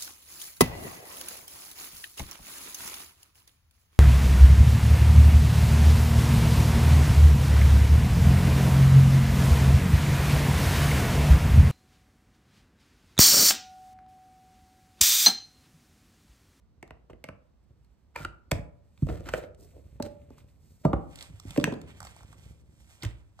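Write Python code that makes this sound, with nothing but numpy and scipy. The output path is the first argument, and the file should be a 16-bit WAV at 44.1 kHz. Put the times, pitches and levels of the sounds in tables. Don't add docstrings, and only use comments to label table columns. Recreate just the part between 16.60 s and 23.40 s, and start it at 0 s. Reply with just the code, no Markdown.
import sys
import numpy as np
from scipy import signal
from scipy.fft import rfft, irfft
from scipy.io import wavfile
from scipy.ndimage import uniform_filter1d

SR = 44100
rng = np.random.default_rng(int(sys.argv[2]) if len(sys.argv) > 2 else 0)


def wrap_up_sound(samples):
    columns = np.atleast_2d(samples).T
    tamed = np.clip(columns, -1, 1)
    steps = np.round(tamed * 32767).astype(np.int16)
    wavfile.write(sys.argv[1], SR, steps)


N = 299880
SIDES = np.array([[1], [-1]]) / 2


def undb(db):
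    return 10 ** (np.asarray(db) / 20)


def across(table, hz, column):
    rows = np.array(table)
    return np.interp(np.log(hz + 1e-9), np.log(rows[:, 0]), rows[:, column])


def bins(size):
    return np.fft.rfftfreq(size, 1 / SR)


def colour(x, spectrum):
    y = irfft(rfft(x) * undb(across(spectrum, bins(N), column=1)), N)
    return y / y.std()


def band(x, low_hz, high_hz, order=4):
    edges = [low_hz, min(high_hz, SR / 2 - 1)]
    return signal.sosfilt(signal.butter(order, edges, "band", fs=SR, output="sos"), x)


def attack_level(x, db):
    return x * undb(db) / x[:SR // 40].std()


def fade(t, t60):
    return np.exp(-np.log(1000) * t / t60)


def mode(t, hz, t60):
    return np.sin(2 * np.pi * hz * t) * fade(t, t60)


def add(track, s, x):
    start = int(s * SR)
    track[start:start + len(x)] += x[:N - start]


def walk(rate):
    k = int(SR / rate)
    steps = np.repeat(rng.standard_normal(N // k + 1), k)
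    y = uniform_filter1d(steps, k)[:N]
    return y / y.std()


def grains(rate, spread_db, smooth):
    size = undb(spread_db * np.minimum(rng.exponential(size=N), 4))
    slips = (rng.random(N) < rate / SR) * size * rng.choice([-1, 1], N)
    return slips / slips.std() + smooth * rng.standard_normal(N)


SWELL_DB = 20


def swell(peak_s, rise_s, fall_s, steep=1):
    t = np.arange(N) / SR - peak_s
    before = np.maximum(-t / rise_s, 0) ** steep
    distance = np.maximum(before, t / fall_s)
    return undb(-SWELL_DB * np.minimum(distance, 10))


def movements(table, column, steep=1):
    return np.sqrt(sum((undb(row[column]) * swell(*row[:3], steep)) ** 2 for row in table))


def at_bag():
    return np.clip((np.arange(N) / SR - 4.4) * 10, 0, 1)


# (frequency [Hz], relative level [dB per Hz])
ROOM_RUMBLE = [(20, -16), (40, -5.5), (60, 11.5), (100, -8.5), (200, -6.5), (400, -17.5), (1000, -24),
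               (3000, -33.5), (8000, -40), (15000, -43)]


def room_rumble(level_db=-63):
    shared = rng.standard_normal(N)
    sides = [colour(shared + 1.1 * rng.standard_normal(N), ROOM_RUMBLE) for _ in range(2)]
    return undb(level_db) * np.array(sides)


# (peak [s], rise [s], fall [s], level before trim [dB])
NUDGES = [(.4, 0.82, 0.44, -58), (1.12, 0.13, 0.38, -57), (1.8, .8, 0.62, -63.5), (2.58, 0.3, 1.3, -44),
          (3.7, 2, 0.89, -50.5), (4.75, 0.36, 0.49, -56), (5.3, 0.54, 1.25, -52), (5.85, 1.8, 0.85, -50)]
# (frequency [Hz], relative level [dB per Hz])
TABLE_TOP = [(30, -16.5), (60, 10), (95, 8), (150, 1), (260, -11.5), (550, -16.5), (1000, -45),
             (2500, -45.5), (12000, -68.5)]


def hands(trim_db=-2):
    rumble = colour(grains(rate=59, spread_db=4.0, smooth=0.77), TABLE_TOP)
    return rumble * movements(NUDGES, column=3) * undb(trim_db)


# (peak [s], rise [s], fall
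# [s], swish level [dB], crinkle level before trim [dB])
STROKES = [(1.4, 1.4, 0.44, -83.5, -85.5), (2.53, 0.22, 0.11, -57.5, -63.5), (2.78, 0.15, 0.073, -53, -53),
           (3.03, 0.06, 0.49, -64.5, -69.5), (3.47, 0.24, 1, -72.5, -72), (3.79, 0.093, 0.059, -62, -61.5),
           (4.16, 0.5, 0.69, -67, -80.5), (4.62, 0.18, 0.16, -54.5, -53.5),
           (4.96, 0.19, 0.16, -49.5, -49.5), (5.31, 0.094, 0.065, -60.5, -52),
           (5.45, 0.146, 0.32, -56, -55), (5.85, 0.56, 0.25, -64, -65.5), (6.3, 0.29, 0.38, -61, -65),
           (6.46, 0.067, 0.12, -57, -48), (6.8, 0.048, .1, -62, -65)]
# (frequency [Hz], relative level [dB per Hz])
RUB = [(2000, -24), (4000, -7.5), (6000, -5.5), (8000, -1.5), (10000, -1.5), (13000, -2), (14600, 2.5),
       (15800, -22)]
# (frequency [Hz], relative level [dB per Hz])
BAG_SWISH = [(2000, -17), (4000, -10), (6000, -4.5), (8000, -1), (10000, -2.5), (13000, -2.5),
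             (14600, -11.5), (15800, -25)]
# (frequency [Hz], relative level [dB per Hz])
CRINKLE = [(200, -19.5), (500, 6.5), (900, 6.5), (1500, 5.5), (2500, 11), (4000, 1), (6000, -18),
           (10000, -24)]


def cloth(crinkle_trim_db=-1, flutter_db=2.5):
    fibres = grains(rate=3000, spread_db=2.5, smooth=1.2)
    creases = grains(rate=220, spread_db=1.7, smooth=1.0)
    inside = at_bag()
    sleeve_hiss = (1 - inside) * colour(fibres, RUB)
    bag_hiss = inside * colour(fibres + 0.46 * creases, BAG_SWISH)
    hiss = (sleeve_hiss + bag_hiss) * movements(STROKES, column=3)
    crinkle = colour(creases, CRINKLE) * movements(STROKES, column=4) * undb(crinkle_trim_db)
    return (hiss + crinkle) * undb(flutter_db * walk(40))


# (time [s], level before trim [dB], snap relative to level [dB], pop relative to level [dB])
TICKS = [(0.277, -59.5, -5, 0), (1.2465, -67, -4, -16), (2.376, -62, 4, -2.5), (2.947, -59, -7.5, -14),
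         (3.782, -56.5, -14, 3), (4.5575, -39.5, -7.5, -28), (4.588, -49, 5.5, -19),
         (4.6083, -41.5, 2.5, -16.5), (4.6254, -36, -11.5, -34.5), (4.799, -40.5, -22.5, -10.5),
         (4.907, -36.5, -4.5, -14.5), (4.9991, -42, 3.5, 3), (5.0117, -52.5, 9.5, 7.5), (5.124, -50, 3, -5),
         (5.1387, -47.5, 0.5, 3), (5.2148, -46, -6, -9), (5.4036, -37, -26.5, -2.5), (5.417, -51.5, -6, 7),
         (5.4288, -42, -31, 0.5), (5.4499, -41.5, -19.5, -4), (5.4695, -46, 0.5, 1.5), (5.564, -50, -16, 0),
         (5.607, -56, -27, 5.5), (5.6315, -52, -14, 0), (5.728, -50, -8.5, 1), (6.424, -46.5, 9.5, -4),
         (6.7914, -56.5, 2.5, 13.5)]


def ticks(high_trim_db=-11, snap_trim_db=-9, pop_trim_db=-10, t60=0.017):
    out, t = np.zeros(N), np.arange(SR // 20) / SR
    for s, db, snap_db, pop_db in TICKS:
        burst = rng.standard_normal(len(t)) * fade(t, t60)
        add(out, s, attack_level(band(burst, 3700, 12000, order=2), db + high_trim_db))
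        add(out, s, attack_level(band(burst, 2300, 4900, order=2), db + snap_db + snap_trim_db))
        add(out, s, attack_level(band(burst, 690, 1300, order=2), db + pop_db + pop_trim_db))
    return out


DRAG_STEEP = 2.5
JUDDER_BEND = 0.16
# (peak [s], rise [s], fall [s],
#   hollow [dB], rasp [dB], hiss [dB], judder at full speed [Hz]); levels are before trims
DRAGS = [(1.58, 0.031, 0.08, -51, -47, -52, 599), (1.637, 0.07, 0.027, -47.5, -46.5, -48, 638),
         (2.496, 0.02, 0.078, -39, -50.5, -67, 560.5), (2.571, 0.07, 0.11, -43.5, -55, -59.5, 563.4),
         (2.671, 0.021, 0.05, -39.5, -44, -52, 346.4), (2.785, 0.031, 0.038, -41.5, -54, -65.5, 692),
         (2.839, 0.014, 0.022, -41.5, -50.5, -62, 608), (3.03, 0.055, 0.095, -56.5, -90, -56.5, 424),
         (3.183, 0.062, 0.026, -51.5, -82, -93.5, 558), (3.464, 0.022, 0.023, -36, -49.5, -50, 325),
         (4.248, 0.013, 0.018, -43, -54, -76, 630)]
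# (frequency [Hz], relative level [dB per Hz])
TIN_HOLLOW = [(120, -26.5), (250, 5), (390, 1), (450, 3), (550, 3), (710, 0), (820, -14.5), (1100, -17),
              (2000, -57.5)]
# (frequency [Hz], width [Hz], relative level [dB])
RIM = [(950, 200, 3), (1380, 260, 7.5), (1790, 400, 4), (2400, 300, -4), (3000, 220, -9.5),
       (3800, 200, -19.5)]


def judder(width_hz=70):
    waver = (walk(2 * width_hz) + 1j * walk(2 * width_hz)) / np.sqrt(2)
    out = np.zeros(N)
    for peak_s, rise_s, fall_s, db, _, _, hz in DRAGS:
        speed = swell(peak_s, rise_s, fall_s, DRAG_STEEP)
        phase = 2 * np.pi * np.cumsum(hz * (1 - JUDDER_BEND * (1 - speed))) / SR
        out += undb(db) * speed * (waver * np.exp(1j * phase)).real
    return out


def scrapes(hollow_db=-3, judder_db=-3, rasp_db=-1, hiss_db=-3, uneven_db=3, grind_db=2):
    slips = grains(rate=300, spread_db=2.5, smooth=0.5) * undb(uneven_db * walk(55))
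    grind = grains(rate=600, spread_db=2.2, smooth=0.45) * undb(grind_db * walk(70))
    rim = sum(undb(db) * band(grind, hz - width / 2, hz + width / 2, order=1) for hz, width, db in RIM)
    rub = colour(grind + 0.5 * rng.standard_normal(N), RUB)
    hollow = undb(hollow_db) * colour(slips, TIN_HOLLOW) * movements(DRAGS, column=3, steep=DRAG_STEEP)
    rasp = undb(rasp_db) * rim / rim.std() * movements(DRAGS, column=4, steep=DRAG_STEEP)
    hiss = undb(hiss_db) * rub * movements(DRAGS, column=5, steep=DRAG_STEEP)
    return hollow + undb(judder_db) * judder() + rasp + hiss


# (peak [s], rise [s], fall [s], level before flutter [dB], pitch at full speed before wander [Hz])
SQUEAKS = [(1.562, .006, 0.0066, -34, 975), (1.562, .007, 0.012, -34, 2420), (1.586, .008, 0.02, -46, 2390),
           (1.619, .016, 0.022, -44, 1440), (1.653, .005, 0.009, -31, 1440),
           (1.687, .012, .014, -53.5, 1440)]


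def squeaks(overtone_db=-22, jitter=0.05, jitter_hz=600, flutter_db=3, bend=0.05):
    out, wander = np.zeros(N), 1 + jitter * walk(jitter_hz)
    for peak_s, rise_s, fall_s, db, hz in SQUEAKS:
        speed = swell(peak_s, rise_s, fall_s, DRAG_STEEP)
        phase = 2 * np.pi * np.cumsum(hz * wander * (1 - bend * (1 - speed))) / SR
        out += undb(db) * speed * (np.sin(phase) + undb(overtone_db) * np.sin(2 * phase))
    return out * undb(flutter_db * walk(240))


def ring_modes(s, modes, level_db, tilt_db=0, waver=0.074, waver_hz=45):
    out, t = np.zeros(N), np.arange(SR) / SR
    build_up = 1 - np.exp(-t / 0.0004)
    for hz, db, t60 in modes:
        gain = undb(level_db + db + tilt_db * np.log2(hz / modes[0][0]))
        add(out, s, gain * mode(t, hz, t60) * build_up * (1 + waver * walk(waver_hz)[:len(t)]))
    return out


# (frequency [Hz], relative level [dB], t60 [s])
KEY_MODES = [(1020, -15.5, 0.0094), (1736, 2.5, 0.0076), (2567, 2.5, 0.0078), (2940, -0.5, 0.0047),
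             (5940, -4.5, 0.0067), (8000, -8, 0.0066), (12120, -8, 0.008), (4732, -51, .5), (6600, -51, .5),
             (6920, -49, .5), (8398, -54.5, .35)]


def key_landing():
    return ring_modes(5.041, KEY_MODES, level_db=-8.5)


# (frequency [Hz], relative level [dB], t60 [s])
LOOSE_LID_MODES = [(600, 1, .25), (1200, -5.5, .26), (1340, 0.5, 0.075), (3741, -23, .11),
                   (4470, -28, 0.18), (5949, -30, .14), (7550, -21, .1), (7989, -30, .13), (9173, -34, .19)]


def lid_landing():
    return ring_modes(4.2505, LOOSE_LID_MODES, level_db=-34)


# (time [s], level [dB], tilt [dB per octave], shimmer level [dB])
LID_RINGS = [(1.916, -43.5, 5.5, -48.5), (3.3996, -35.5, -7.5, -67.5)]
# (frequency [Hz], relative level [dB], t60 [s])
LID_MODES = [(578.7, -0.5, 0.54), (595, -2.5, 0.45), (840, -6.5, 0.33), (1270, -17, 0.15),
             (1850, -19.5, 0.25), (2050, -20, .26), (2500, -21, .3)]
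# (frequency [Hz], relative level [dB per Hz])
SHIMMER = [(500, 1.5), (900, 4.5), (1300, -2), (1900, 3.5), (2600, 0), (3100, -11.5), (5000, -8),
           (8000, -5), (11000, -6.5), (14000, -2.5), (15500, -17.5)]


def lid_rings(shimmer_t60=0.26):
    out, t = np.zeros(N), np.arange(SR) / SR
    for s, level_db, tilt_db, shimmer_db in LID_RINGS:
        out += ring_modes(s, LID_MODES, level_db, tilt_db)
        shimmer = colour(rng.standard_normal(N), SHIMMER)[:len(t)]
        add(out, s, undb(shimmer_db) * shimmer * fade(t, shimmer_t60))
    return out


# (time [s], thud [dB], body [dB], hollow [dB], clank [dB], clack [dB],
#   tick [dB], contact time [ms], main low resonance [Hz], main metal resonance [Hz], freedom to ring [0-1])
BLOWS = [(0.227, -84, -51.5, -49, -50, -50, -63.5, 1.45, 814, 2220, 0.23),
         (0.3066, -56, -55.5, -51, -47.5, -54, -72.5, 1.5, 666, 1940, 0.03),
         (0.497, -57, -54.5, -49, -52.5, -64.5, -75, 9.6, 620, 1020, 0.12),
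         (0.531, -58.5, -51.5, -56, -65, -64, -84, 2.1, 436, 2010, 0.07),
         (0.64, -84, -51, -47, -49, -46, -55, 1.3, 620, 2180, 0.28),
         (0.6871, -53, -43.5, -45, -42.5, -49, -67.5, 1.44, 590, 2260, 0.16),
         (1.5595, -54.5, -64.5, -45, -39, -44.5, -54.5, 2.7, 650, 1790, 0),
         (1.601, -48.5, -42, -61, -61.5, -66, -69, 5.5, 150, 1460, 1),
         (1.6482, -43.5, -48, -46.5, -39, -43, -53, 1.46, 324, 1400, 0.14),
         (1.9116, -59.5, -54, -49, -39, -48.5, -48, 2.8, 640, 2400, 0),
         (1.9152, -41.5, -47.5, -29.5, -33, -33, -37, 1.04, 584, 2314, 0),
         (1.917, -33.5, -27.5, -38, -40.5, -41, -47, 1.2, 150, 1790, 0.06),
         (1.941, -36, -36.5, -53.5, -61.5, -66, -80, 2.2, 90, 850, 0.14),
         (1.988, -39, -40, -63.5, -66, -62, -91, 1.5, 163.4, 1840, 0.1),
         (2.4226, -28, -21, -55, -62, -72.5, -71.5, 1.2, 158.4, 1200, 0.23),
         (2.4678, -41.5, -40, -44, -56, -67, -70, 1.8, 610, 1286, 0),
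         (2.4882, -36.5, -38, -34.5, -45, -57.5, -72, 0.9, 320, 1286, 0.05),
         (2.5, -42.5, -48, -41, -47.5, -63, -76, 1.8, 590, 1326, 0.4),
         (2.605, -59.5, -50.5, -48, -58.5, -89, -72.5, 2, 570, 1343, 0.08),
         (2.6873, -48, -49.5, -58, -37, -45, -53, 4, 595, 1450, 0.23),
         (2.7363, -51.5, -39.5, -26.5, -30, -36, -51.5, 2.07, 600, 1470, 0.08),
         (2.744, -55.5, -44, -32.5, -48, -44.5, -60, 1.5, 494, 1950, 0.04),
         (2.778, -65.5, -44, -42.5, -56, -73, -60, 1.9, 350.2, 1430, 0.14),
         (2.836, -66.5, -51.5, -45, -59, -61, -76, 4, 570, 1360, 0.4),
         (3.4002, -53, -32, -36, -40.5, -67, -70.5, 0.57, 245, 880, 0.18),
         (3.424, -44.5, -82, -49, -47.5, -55, -46.5, 2, 595, 4160, 0),
         (3.703, -65.5, -50, -53.5, -58.5, -85, -77.5, 1.9, 259, 864, 0.23),
         (4.2495, -34.5, -16, -22.5, -26.5, -50.5, -57, 3, 162, 928, 0.25),
         (4.331, -39, -31.5, -31, -28.5, -50, -66, 1.35, 705, 1100, 0.05),
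         (4.3333, -33, -23.5, -33, -25, -59.5, -70, 1.4, 300, 780, 0),
         (4.697, -52.5, -47.5, -73.5, -76.5, -80, -85, 3, 153, 996, 0.1),
         (4.728, -48, -56.5, -76, -75, -86, -87, 4.4, 102, 994.4, 0.05),
         (4.85, -47, -44, -57, -77, -80.5, -77, 2.2, 272, 1000, 0),
         (4.868, -46.5, -48, -69.5, -75.5, -82.5, -88.5, 3, 108, 1000, 0.7),
         (4.902, -53.5, -45.5, -63, -71, -76, -83.5, 3, 173, 1000, 0.5),
         (4.961, -70.5, -55, -41, -42.5, -48, -63.5, 1.1, 480, 1090, 0.02),
         (4.975, -60, -49.5, -31, -55.5, -44.5, -49, 1.1, 286, 2674, 0.2),
         (4.9785, -44, -18.5, -26, -65, -51.5, -63, 2.9, 283, 1027, 0.12),
         (5.034, -46.5, -29, -46.5, -56.5, -65.5, -73, 1.5, 160, 1021, 0.14),
         (5.0411, -50.5, -36.5, -43, -36, -45, -47.5, 1.1, 271.5, 1040, 0),
         (5.045, -63, -50.5, -56, -48.5, -39, -62, 0.67, 271.5, 2710, 0.05),
         (5.054, -50.5, -33, -49, -47, -46.5, -72, 1.1, 260.5, 1764, 0.02),
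         (5.0734, -53, -45, -29.5, -38.5, -63.5, -68, 1.2, 444, 862, 0.1),
         (5.077, -44.5, -29, -36.5, -55.5, -68, -71, 2, 170, 930, 0.03),
         (5.1223, -55, -30.5, -36.5, -43.5, -59, -69.5, 1.8, 240, 1005, 0.1),
         (5.163, -60, -46.5, -49, -58, -78, -80, 2, 287, 1020, 0.05),
         (6.431, -52, -37, -46.5, -42, -45, -47.5, 6.9, 130, 2206, 0.03),
         (6.449, -30, -40, -70, -64, -45.5, -52, 2.2, 114.5, 3400, 0.25)]
# (low edge [Hz], high edge [Hz], t60 of the dense ring at 2 ms contact [s], trim [dB])
REGISTERS = [(47.7, 118.7, 0.13, 1), (116, 339, 0.081, -3), (344.4, 685, 0.055, -2.5),
             (747, 1550, 0.03, -7), (1650, 3100, 0.0053, -0.5), (3450, 14000, 0.018, 4)]
# (frequency before detuning [Hz], relative level [dB], t60 [s])
TIN_MODES = [(61, 3.5, 0.39), (95.6, 5.5, 0.23), (150, 2.5, 0.11), (194.3, -4.5, 0.33), (271, 5, 0.077),
             (404, -10, 0.014), (579, -4.5, 0.095), (835, -8, 0.17), (970, -11.5, 0.027),
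             (1197, -11.5, 0.31), (1315, -11, 0.2), (1890, -9, 0.099), (2330, -10.5, 0.073),
             (2670, -19, 0.24), (4280, -25, 0.15), (4720, -16, 0.13)]


def blows(dense_db=-2, snap=0.52, chatter=0.43, low_db=6, low_cycles=12, metal_db=3, metal_cycles=32):
    out, t = np.zeros(N), np.arange(SR // 2) / SR
    for s, *levels_db, contact_ms, low_hz, metal_hz, freedom in BLOWS:
        detune = 1 + 0.0069 * rng.standard_normal(len(TIN_MODES))
        tin = sum(undb(db) * mode(t, hz * d, t60) for (hz, db, t60), d in zip(TIN_MODES, detune))
        ring = freedom * tin
        ring += undb(low_db) * mode(t, low_hz, low_cycles * (0.65 + freedom) / low_hz)
        ring += undb(metal_db) * mode(t, metal_hz, metal_cycles * (0.87 + freedom) / metal_hz)
        contact = t * 1000 / contact_ms
        skid = chatter * rng.standard_normal(len(t)) * 2 * contact * np.exp(1 - 2 * contact)
        build_up = 1 - np.exp(-2 * contact)
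        for (low_edge, high_edge, t60, trim_db), db in zip(REGISTERS, levels_db):
            decay = fade(t, t60 * np.sqrt(contact_ms / 2))
            dense = undb(dense_db) * rng.standard_normal(len(t)) * decay * build_up
            dense[0] += snap / contact_ms
            struck = band(ring + 6 * (dense + skid), low_edge, high_edge)
            add(out, s, attack_level(struck, db + trim_db))
    return out


# (frequency [Hz], t60 [s], reverberant energy relative to direct [dB])
ROOM = [(60.3, 0.78, -11), (229, 0.64, -10.5), (527, 0.52, -5), (1320, 0.48, -9.5), (2980, 0.23, -10),
        (6975, 0.28, -13.5), (14000, 0.19, -22)]
# (frequency [Hz], phase by which left leads [rad], left minus right [dB],
#   unrelated share of the room [0-1])
PORTS = [(59, 0.4, -3.5, 0.9), (196, 0.25, -4, 0.05), (535, 1.33, -3, 0.98), (1090, 0.41, -2, 1),
         (2310, 0.91, -3, 1), (4400, 0.89, -3, 1), (5820, 3.9, -10, .3), (7080, 5.54, 1.5, 0),
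         (8630, 7.03, -1, 0.2), (11620, 10.92, 1, .1), (14600, 10, -2, 0)]


def room_response(gap_s=0.0046, early_db=-11, early_t60=0.036):
    t = np.arange(int(.8 * SR)) / SR
    out = np.zeros((2, len(t)))
    for hz in 44 * 2. ** np.arange(9):
        centre, share = hz * np.sqrt(2), np.sqrt(2 * hz / SR)
        apart = np.clip(across(PORTS, centre, column=3), 0, 1)
        common, separate = rng.standard_normal(len(t)), rng.standard_normal((2, len(t)))
        noise = np.sqrt(1 - apart) * common + np.sqrt(apart) * separate
        decay = fade(t, across(ROOM, centre, column=1)) * np.clip(t / gap_s - 1, 0, 1)
        tail = band(noise * decay, hz, 2 * hz)
        tail /= np.linalg.norm(tail, axis=1, keepdims=True)
        out += share * undb(across(ROOM, centre, column=2)) * tail
        early = band(rng.standard_normal(len(t)) * fade(t, early_t60), hz, 2 * hz)
        out += share * undb(early_db) * apart * 2 * SIDES * early / np.linalg.norm(early)
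    out[:, 0] += 1
    return out


def place(x, turns, pan_db):
    reach = np.minimum(bins(N) / 4500, 1)
    heard = rfft(signal.fftconvolve(x[None], room_response(), axes=1)[:, :N])
    heard[0] *= np.exp(2j * np.pi * turns * reach)
    return irfft(heard * undb(SIDES * pan_db * (reach < 1)), N)


def scene():
    background = room_rumble()
    rustle = cloth() + ticks()
    bag = place(at_bag() * rustle, turns=-1.04, pan_db=-1.5)
    slide = place(scrapes() + squeaks(), turns=0, pan_db=1.5)
    rings = key_landing() + lid_landing() + lid_rings()
    tin = place(hands() + (1 - at_bag()) * rustle + rings + blows(), turns=0, pan_db=2.0)
    return background + bag + slide + tin


# (frequency [Hz], level [dB])
MICROPHONE = [(1000, 0), (2700, -3), (4200, -0.5), (6300, -2.5), (8800, -3.5), (10400, -8.5), (12000, -4),
              (14300, -4), (15800, -4.5)]


def record(dry):
    phase, balance_db = across(PORTS, bins(N), column=1), across(PORTS, bins(N), column=2)
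    gain = undb(across(MICROPHONE, bins(N), column=1) + SIDES * balance_db)
    heard = irfft(rfft(dry) * np.exp(1j * SIDES * phase) * gain, N)
    top_cut = signal.ellip(8, .2, 70, 15900, fs=SR, output="sos")
    return signal.sosfilt(top_cut, heard)


dry = scene()
out = record(dry)
wrap_up_sound(out)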